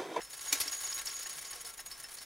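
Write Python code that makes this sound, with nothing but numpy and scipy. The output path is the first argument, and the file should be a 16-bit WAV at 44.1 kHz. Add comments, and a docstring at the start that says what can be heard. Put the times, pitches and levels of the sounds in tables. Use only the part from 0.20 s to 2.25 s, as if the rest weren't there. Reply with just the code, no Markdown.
"""Loose wheels chatter and whir over a faint hiss while a clock escapement ticks, with brighter tocks.
Noise made of tiny contacts, coloured by resonances, makes the chatter, whir, rubs and scrapes.
One high tone swells: a dry pivot sings, and the rattle faintly excites the same tone.
Decaying sines make thin steel rings, the metal of two loud clacks and some soft hollow knocks.
The uneven whir gradually eases; a short diffuse tail and a second rendering give room and width."""
import sys
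import numpy as np
from scipy.fft import rfft, irfft, next_fast_len
from scipy.io import wavfile

SR = 44100
rng = np.random.default_rng(int(sys.argv[2]) if len(sys.argv) > 2 else 0)


def log_audio(samples):
    """Write samples as a 16-bit WAV file to the path given in sys.argv[1]."""
    # one column per channel
    frames = np.atleast_2d(samples).T
    # limit to full scale, then quantise
    limited = np.clip(frames, -1, 1)
    pcm = np.round(limited * 32767).astype(np.int16)
    wavfile.write(sys.argv[1], SR, pcm)


N = 90404
T = np.arange(N) / SR
SIZE = next_fast_len(2 * N)  # padded, so that filter tails do not wrap round
HZ = np.maximum(np.arange(SIZE // 2 + 1) * SR / SIZE, 1)
ATTACK_S, GRAINS_PER_S, GRAIN_SPREAD_DB = 0.0013, 8000, 2


def from_db(db):
    """Logarithmic level: 20 dB is a factor of ten in amplitude."""
    return 10 ** (np.asarray(db) / 20)


def rms_one(x):
    """Normalisation: scale to unit root mean square."""
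    return x / np.sqrt(np.mean(np.abs(x) ** 2) + 1e-20)


def through(x, response):
    """Linear filtering: multiply the spectrum by a frequency response."""
    return irfft(rfft(x, SIZE) * response, SIZE)[..., :N]


def colour(points):
    """Minimum phase: a causal response whose magnitude follows (pitch_hz, level_db) points."""
    hz, db = np.transpose(points)
    level_db = np.interp(np.log(HZ), np.log(hz), db)
    cepstrum = irfft(np.log(from_db(level_db)), SIZE)
    # fold the negative-time half onto the positive
    cepstrum[1:SIZE // 2] *= 2
    cepstrum[SIZE // 2 + 1:] = 0
    return np.exp(rfft(cepstrum))


def resonances(modes):
    """Modal superposition: damped oscillators (pitch_hz, width_hz, level_db) in parallel."""
    return sum(from_db(db) / (1 + 1j * (HZ ** 2 - hz ** 2) / (HZ * width)) for hz, width, db in modes)


def lifts(modes):
    """Resonant colouring: a flat response with a peak or dip at each mode."""
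    return np.prod([1 + (from_db(db) - 1) * resonances([(hz, width, 0)]) for hz, width, db in modes],
                   axis=0)


def drift(rate_hz):
    """Random modulation: low-passed noise of unit rms."""
    return rms_one(through(rng.standard_normal(N), 1 / (1 + (HZ / rate_hz) ** 2) ** 2))


def grains():
    """Granular contact noise: dense random impulses of either sign and uneven size, at unit rms."""
    touch = rng.random(N) < GRAINS_PER_S / SR
    sign = rng.choice([-1, 1], N)
    return rms_one(touch * sign * from_db(GRAIN_SPREAD_DB * rng.standard_normal(N)))


def bursts(rows, t60_s, rise_s=ATTACK_S):
    """Incoherent addition: powers of (start_s, level_db, length_s) runs add, then shape the grains."""
    power = np.zeros(N)
    for start, db, length in rows:
        release = from_db(db - 60 * np.maximum(T - start - length, 0) / t60_s)
        rise = np.clip((T - start) / rise_s + .5, 0, 1)
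        power += (release * rise) ** 2
    return np.sqrt(power) * grains()


def struck(start, db, t60_s, modes):
    """Free vibration: one blow sets modes (pitch_hz, level_db) ringing with exponential decay."""
    age = np.maximum(T - start, 0)
    envelope = np.minimum(age / ATTACK_S, 1) * from_db(db - 60 * age / t60_s)
    return envelope * sum(from_db(mode_db) * np.sin(2 * np.pi * (hz * age + rng.random()))
                          for hz, mode_db in modes)


# spectrum of the room's hiss and rumble: pitch_hz [Hz], relative level_db [dB]
HISS_COLOUR = [(22, 8), (32, 5), (47, 14.5), (62, 1), (125, 2), (180, -2.5), (600, 1.5), (2000, 2),
               (5000, -9), (15500, -5)]
HISS_DB = -58


def room_hiss():
    """Stationary noise: white noise takes the spectrum of the room's hiss and rumble."""
    return from_db(HISS_DB) * through(rng.standard_normal(N), rms_one(colour(HISS_COLOUR)))


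# wheels chattering: start_s [s], treble level_db and mid-range level_db [dB before offsets], length_s [s]
CHATTER = [(0.03, -39.5, -72, 0.024), (0.098, -39.5, -49, 0.024), (0.129, -37, -43, 0.021),
           (0.1664, -37.5, -52, 0.013), (0.207, -34.5, -46, 0.024), (0.238, -37, -46, 0.017),
           (0.259, -34.5, -40.5, 0.015), (0.282, -30, -38, 0.0053), (0.295, -38, -58, 0.0094),
           (0.3218, -35, -31.5, 0.0047), (0.35, -30, -27.5, 0.0085), (0.373, -35.5, -40, 0.039),
           (0.434, -56, -38.5, 0.018), (0.4614, -35.5, -39.5, 0.0071), (0.469, -50, -35, 0.0048),
           (0.513, -29, -41, 0.011), (0.531, -34.5, -40, 0.024), (0.561, -34.5, -42, 0.023),
           (0.601, -30.5, -42, 0.021), (0.632, -31.5, -36.5, 0.017), (0.659, -33.5, -40, 0.017),
           (0.677, -45, -38.5, 0.0094), (0.698, -34.5, -37, 0.021), (0.74, -29.5, -57, 0.0082),
           (0.752, -33.5, -51, 0.014), (0.7777, -31, -36, 0.019), (0.812, -30, -35, 0.01),
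           (0.8555, -26.5, -38, 0.005), (0.88, -34, -38.5, 0.015), (0.9117, -36.5, -41.5, 0.021),
           (0.939, -34.5, -43, 0.008), (0.959, -33.5, -45, 0.0078), (0.987, -35, -40.5, 0.0098),
           (0.997, -36.5, -40.5, 0.018), (1.026, -31, -41, 0.0095), (1.062, -33.5, -38, 0.012),
           (1.091, -33.5, -39.5, 0.015), (1.129, -34, -42, 0.0087), (1.155, -36, -42.5, 0.023),
           (1.1824, -32, -39.5, 0.011), (1.21, -35, -44.5, 0.018), (1.259, -40.5, -52, 0.02),
           (1.3063, -32, -41.5, 0.011), (1.331, -40, -40, 0.012), (1.352, -35.5, -59, 0.0067),
           (1.4078, -33.5, -49.5, 0.013), (1.448, -36.5, -42.5, 0.029), (1.482, -36.5, -43, 0.024),
           (1.535, -36, -44.5, 0.0085), (1.573, -36.5, -43, 0.0092), (1.596, -33.5, -40.5, 0.013),
           (1.6593, -31.5, -41.5, 0.01), (1.7, -40.5, -47, 0.016), (1.712, -40, -45, 0.015),
           (1.775, -41, -50, 0.021), (1.799, -33, -43.5, 0.0072), (1.833, -35, -50, 0.0056),
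           (1.886, -41, -42, 0.01), (1.908, -39, -46.5, 0.023), (1.9374, -34.5, -46.5, 0.017),
           (1.968, -42.5, -43.5, 0.021), (2.0085, -38, -41.5, 0.024)]
CHATTER_TREBLE_OFFSET_DB, CHATTER_MID_OFFSET_DB, CROSSOVER_HZ = -11, -4.5, 6860
CHATTER_RISE_S, CHATTER_T60_S = 0.0058, 0.036
CHATTER_FLUTTER_DB, CHATTER_FLUTTER_HZ = 2.5, 400
# broad spectrum of the wheels: pitch_hz [Hz], relative level_db [dB]
WHEEL_COLOUR = [(100, -14), (220, -21.5), (340, -3.5), (700, -4), (1300, -3), (2000, 3.5), (2800, 0),
                (4300, 1.5), (5600, -1), (7400, -1), (8600, 0.5), (10000, 2), (11000, 0.5), (12800, -3),
                (15500, -2.5)]
# resonances of plates and wheels: pitch_hz [Hz], width_hz [Hz], lift_db [dB]
PLATE_MODES = [(1096, 20, 14.5), (1362, 12, 10), (1636, 16, 10), (2432, 79, -29), (3862, 17, 10),
               (4370, 32, 5), (4730, 27, 7.5), (5458, 29, 14.5), (5825, 40, 8), (6690, 27, 17.5),
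               (10020, 240, 6)]
# extra treble resonances of the chatter: pitch_hz [Hz], width_hz [Hz], lift_db [dB]
TOOTH_MODES = [(9050, 270, 6), (9970, 280, 3.5), (9840, 78, 5.5)]
# continuous rub of the train, rising and falling: time_s [s], level_db [dB before offset]
WHIR = [(0, -45), (0.08, -55.5), (0.19, -47), (0.29, -41), (0.44, -40.5), (0.59, -46), (0.68, -44),
        (0.79, -43), (0.845, -47), (0.89, -44), (1.12, -46.5), (1.38, -47.5), (1.64, -58), (1.77, -48.5),
        (2.05, -57)]
WHIR_OFFSET_DB, WHIR_FLUTTER_DB, WHIR_FLUTTER_HZ, WHIR_TOP_HZ = -2.5, 2.5, 123, 10240


def wheels():
    """Source and resonator: contact noise of chatter and a continuous, uneven rub excites the plates."""
    body = rms_one(colour(WHEEL_COLOUR) * lifts(PLATE_MODES))
    low_power = 1 / (1 + (HZ / CROSSOVER_HZ) ** 8)
    flutter = from_db(CHATTER_FLUTTER_DB * drift(CHATTER_FLUTTER_HZ))
    treble_rows = [(s, db + CHATTER_TREBLE_OFFSET_DB, length) for s, db, _, length in CHATTER]
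    middle_rows = [(s, db + CHATTER_MID_OFFSET_DB, length) for s, _, db, length in CHATTER]
    treble = flutter * bursts(treble_rows, CHATTER_T60_S, CHATTER_RISE_S)
    middle = flutter * bursts(middle_rows, CHATTER_T60_S, CHATTER_RISE_S)
    whir_db = np.interp(T, *np.transpose(WHIR)) + WHIR_OFFSET_DB
    rub = grains() * from_db(whir_db + WHIR_FLUTTER_DB * drift(WHIR_FLUTTER_HZ))
    out = through(treble, body * lifts(TOOTH_MODES) * np.sqrt(1 - low_power))
    out += through(middle, body * np.sqrt(low_power))
    return out + through(rub, body / np.sqrt(1 + (HZ / WHIR_TOP_HZ) ** 8))


# one pallet ticks, dull and short: start_s [s], level_db [dB]
TICKS = [(0.005, -45), (0.268, -49), (0.528, -46), (0.799, -45), (1.058, -44.5), (1.325, -47.5),
         (1.591, -45), (1.842, -44)]
# modes of the tick: pitch_hz [Hz], relative level_db [dB]
TICK_MODES = [(810, -6), (1650, -4), (1800, 2.5), (2690, -2.5)]
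# the other pallet tocks, brighter: start_s [s], level_db [dB]
TOCKS = [(0.131, -52), (1.453, -51.5), (1.713, -48), (1.984, -50.5)]
# modes of the tock: pitch_hz [Hz], relative level_db [dB]
TOCK_MODES = [(1950, -1.5), (4230, 1), (4400, 5)]
PALLET_RING_T60_S = 0.036
PALLET_RUB_DB, PALLET_RUB_S, PALLET_RUB_T60_S, PALLET_RUB_WIDTH_HZ = -4, 0.0027, 0.07, 160


def escapement():
    """Impact and friction: each pallet landing rings its modes and rubs briefly along the tooth."""
    out = np.zeros(N)
    for beats, modes in ((TICKS, TICK_MODES), (TOCKS, TOCK_MODES)):
        rub = bursts([(s, db + PALLET_RUB_DB, PALLET_RUB_S) for s, db in beats], PALLET_RUB_T60_S)
        rub_modes = [(hz, PALLET_RUB_WIDTH_HZ, db) for hz, db in modes]
        out += through(rub, rms_one(resonances(rub_modes)))
        out += sum(struck(s, db, PALLET_RING_T60_S, modes) for s, db in beats)
    return out


# thin steel ring at some beats: start_s [s], level_db [dB], t60_s [s]
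RINGS = [(0.008, -51, 0.79), (1.453, -42, 0.097), (1.591, -44, 0.1), (1.714, -42, 0.21), (1.841, -39.5, .1),
         (1.985, -48.5, 0.28)]
RING_HZ = 5300
WHEEL_RING_HZ, WHEEL_RING_DB, WHEEL_RING_T60_S = 4670, -0.5, 0.15  # level relative to the tock


def thin_ring():
    """Lightly damped modes: some beats ring a small steel part; each tock adds a second, lower ring."""
    steel = sum(struck(s, db, t60, [(RING_HZ, 0)]) for s, db, t60 in RINGS)
    wheel_modes = [(WHEEL_RING_HZ, WHEEL_RING_DB)]
    return steel + sum(struck(s, db, WHEEL_RING_T60_S, wheel_modes) for s, db in TOCKS)


# swells of one high tone, from the singing pivot or, faintly, the rattle:
# peak_s [s], level_db [dB], half_length_s [s]
TONE_SWELLS = [(0.04, -54.5, 0.024), (0.127, -51.5, 0.024), (0.293, -38, 0.017), (0.422, -40, 0.0061),
               (0.457, -48, 0.013), (0.536, -37.5, 0.018), (0.587, -41, 0.017), (0.653, -35.5, 0.013),
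               (0.699, -38, 0.016), (0.757, -37, 0.018), (0.801, -43, 0.0077), (0.862, -41, 0.0079),
               (0.917, -43, 0.012), (0.963, -40.5, 0.021), (1.012, -43.5, 0.015), (1.062, -41.5, 0.011),
               (1.12, -45, 0.022), (1.233, -51, 0.017), (1.535, -55.5, 0.014), (1.291, -51.5, 0.017),
               (1.411, -53.5, 0.016), (1.466, -49.5, 0.017), (1.587, -48.5, 0.0096), (1.673, -45.5, 0.015),
               (1.951, -48, 0.0076)]
TONE_HZ, TONE_WANDER_HZ, TONE_WANDER_RATE_HZ = 6707, 9, 52.3
TONE_ROUGH_DB, TONE_ROUGH_RATE_HZ = 1.0, 200


def high_tone():
    """Excitation of one mode: a dry pivot sings by friction, and the rattle faintly excites the same tone."""
    swell = sum(from_db(db) * np.exp(-((T - peak) / half) ** 2) for peak, db, half in TONE_SWELLS)
    pitch = TONE_HZ + TONE_WANDER_HZ * drift(TONE_WANDER_RATE_HZ)
    phase = 2 * np.pi * np.cumsum(pitch) / SR
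    roughness = from_db(TONE_ROUGH_DB * drift(TONE_ROUGH_RATE_HZ))
    return np.sqrt(2) * swell * roughness * np.sin(phase)  # root 2 gives the sine unit rms


# loud clacks: start_s [s], level_db [dB], length_s [s], rattle t60_s [s],
# colour as points of pitch_hz [Hz], relative level_db [dB]
CLACKS = [(0.3262, -23.5, 0.0038, 0.071, [(100, -20), (190, -18), (270, 5), (550, -3.5), (1500, -1),
          (2400, 6), (4400, 3), (7000, 11.5), (8200, 3.5), (11000, 5.5), (12500, -6), (14000, 5),
          (15500, 5)]), (0.401, -30.5, 0.0098, 0.082, [(100, -2.5), (190, -25), (290, -4), (1600, -5),
          (4400, 3.5), (7000, -1.5), (9000, 3.5), (11400, 9.5), (12400, -5.5), (15500, -0.5)])]
# what rings on, one list for each clack: pitch_hz [Hz], relative level_db [dB]
CLACK_MODES = [
    [(1075, -16.5), (2322, -6), (2408, -10), (3352, -15), (3756, -8.5), (4270, -10), (4476, -11),
     (5466, -18), (5747, -6), (6571, -19), (7212, -8), (9002, -12)],
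    [(4474, -5), (9530, -8), (10282, -19), (11408, -4)],
]
CLACK_RING_T60_S = 0.084


def clacks():
    """Hard impact: two blows each give a short coloured rattle, and the struck metal rings on."""
    out = np.zeros(N)
    for (start, db, length, t60, points), modes in zip(CLACKS, CLACK_MODES):
        out += through(bursts([(start, db, length)], t60), rms_one(colour(points)))
        out += struck(start, db, CLACK_RING_T60_S, modes)
    return out


# teeth catch and scrape: start_s [s], level_db [dB], length_s [s]
SCRAPES = [(0.412, -30.5, 0.0036), (0.4775, -33, 0.0026), (0.526, -40, 0.0088), (0.668, -43.5, 0.0071),
           (0.725, -37.5, 0.0042), (0.869, -33, 0.0028), (0.896, -43.5, 0.009), (0.965, -45.5, 0.0048),
           (1.018, -44, 0.016), (1.098, -46.5, 0.011), (1.250, -49.5, 0.022), (1.330, -46, 0.0038)]
# modes of the scraped teeth: pitch_hz [Hz], width_hz [Hz], relative level_db [dB]
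SCRAPE_MODES = [(3160, 2900, 1.7), (4620, 120, 13.3), (5110, 300, 13), (5463, 84, 18.7)]
SCRAPE_T60_S = 0.055


def scrapes():
    """Forced resonance: teeth catch for a moment and their contact noise drives a few modes."""
    return through(bursts(SCRAPES, SCRAPE_T60_S), rms_one(resonances(SCRAPE_MODES)))


# soft hollow knocks: start_s [s], level_db [dB], starting pitch_hz [Hz], t60_s [s]
KNOCKS = [(0.456, -48.5, 299.4, 0.13), (1.155, -58.5, 159.6, 0.6), (1.326, -52.5, 826, 0.2),
          (1.352, -53, 489, 0.23), (1.440, -52, 478, 0.23)]
# partials of a knock: multiple of the pitch [ratio], relative level_db [dB]
KNOCK_MODES = [(1, -5), (1.5, -10.5)]
KNOCK_RISE_S, KNOCK_SAG_HZ_PER_S, KNOCK_FLUTTER_DB = 0.007, 446, 2.5  # sag of the lowest partial


def knocks():
    """Decaying partials with a falling pitch: each faint knock swells, sags and dies unevenly."""
    out = np.zeros(N)
    for start, db, hz, t60 in KNOCKS:
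        age = np.maximum(T - start, 0)
        rise = np.minimum(age / KNOCK_RISE_S, 1)
        decay_db = -60 * np.maximum(age - KNOCK_RISE_S, 0) / t60
        envelope = rise * from_db(db + decay_db + KNOCK_FLUTTER_DB * drift(hz / 2))
        cycles = hz * age - .5 * KNOCK_SAG_HZ_PER_S * age ** 2 / (2 * np.pi) + rng.random() / (2 * np.pi)
        cycles = hz * age - .5 * KNOCK_SAG_HZ_PER_S * age ** 2 + rng.random()
        phase = 2 * np.pi * cycles
        out += envelope * sum(from_db(mode_db) * np.sin(k * phase) for k, mode_db in KNOCK_MODES)
    return out


ROOM_T60_S, ROOM_DB = 0.12, -12.5


def reflections(x, t60_s):
    """Diffuse reverberation: convolution with exponentially dying noise of unit energy."""
    tail = rng.standard_normal(N) * from_db(-60 * T / t60_s)
    return through(x, rfft(tail / np.linalg.norm(tail), SIZE))


def movement_in_room():
    """Superposition: the wheels, beats and blows add to their room tail and the hiss."""
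    works = wheels() + escapement() + clacks() + scrapes() + knocks()
    return works + from_db(ROOM_DB) * reflections(works, ROOM_T60_S) + room_hiss()


# stereo width by frequency: pitch_hz [Hz], side level relative to mid_db [dB]
WIDTH = [(60, -24), (160, -4), (450, -6.5), (740, -7.5), (2010, -12.5), (3330, -25), (5500, -14),
         (8800, -14), (10500, -4.5), (11800, -27.5)]


def scene():
    """Mid-side stereo: a central movement, and a weaker rendering with other random draws as width."""
    mid = movement_in_room() + thin_ring() + high_tone()
    side = through(movement_in_room(), colour(WIDTH))
    return (mid + side * [[1], [-1]]) * from_db([[.2], [-.2]])  # left slightly louder


CUTOFF_HZ = 15750


def record(dry):
    """Low-pass filtering: the top is cut steeply."""
    return through(dry, 1 / np.sqrt(1 + (HZ / CUTOFF_HZ) ** 400))


dry = scene()
out = record(dry)
log_audio(out)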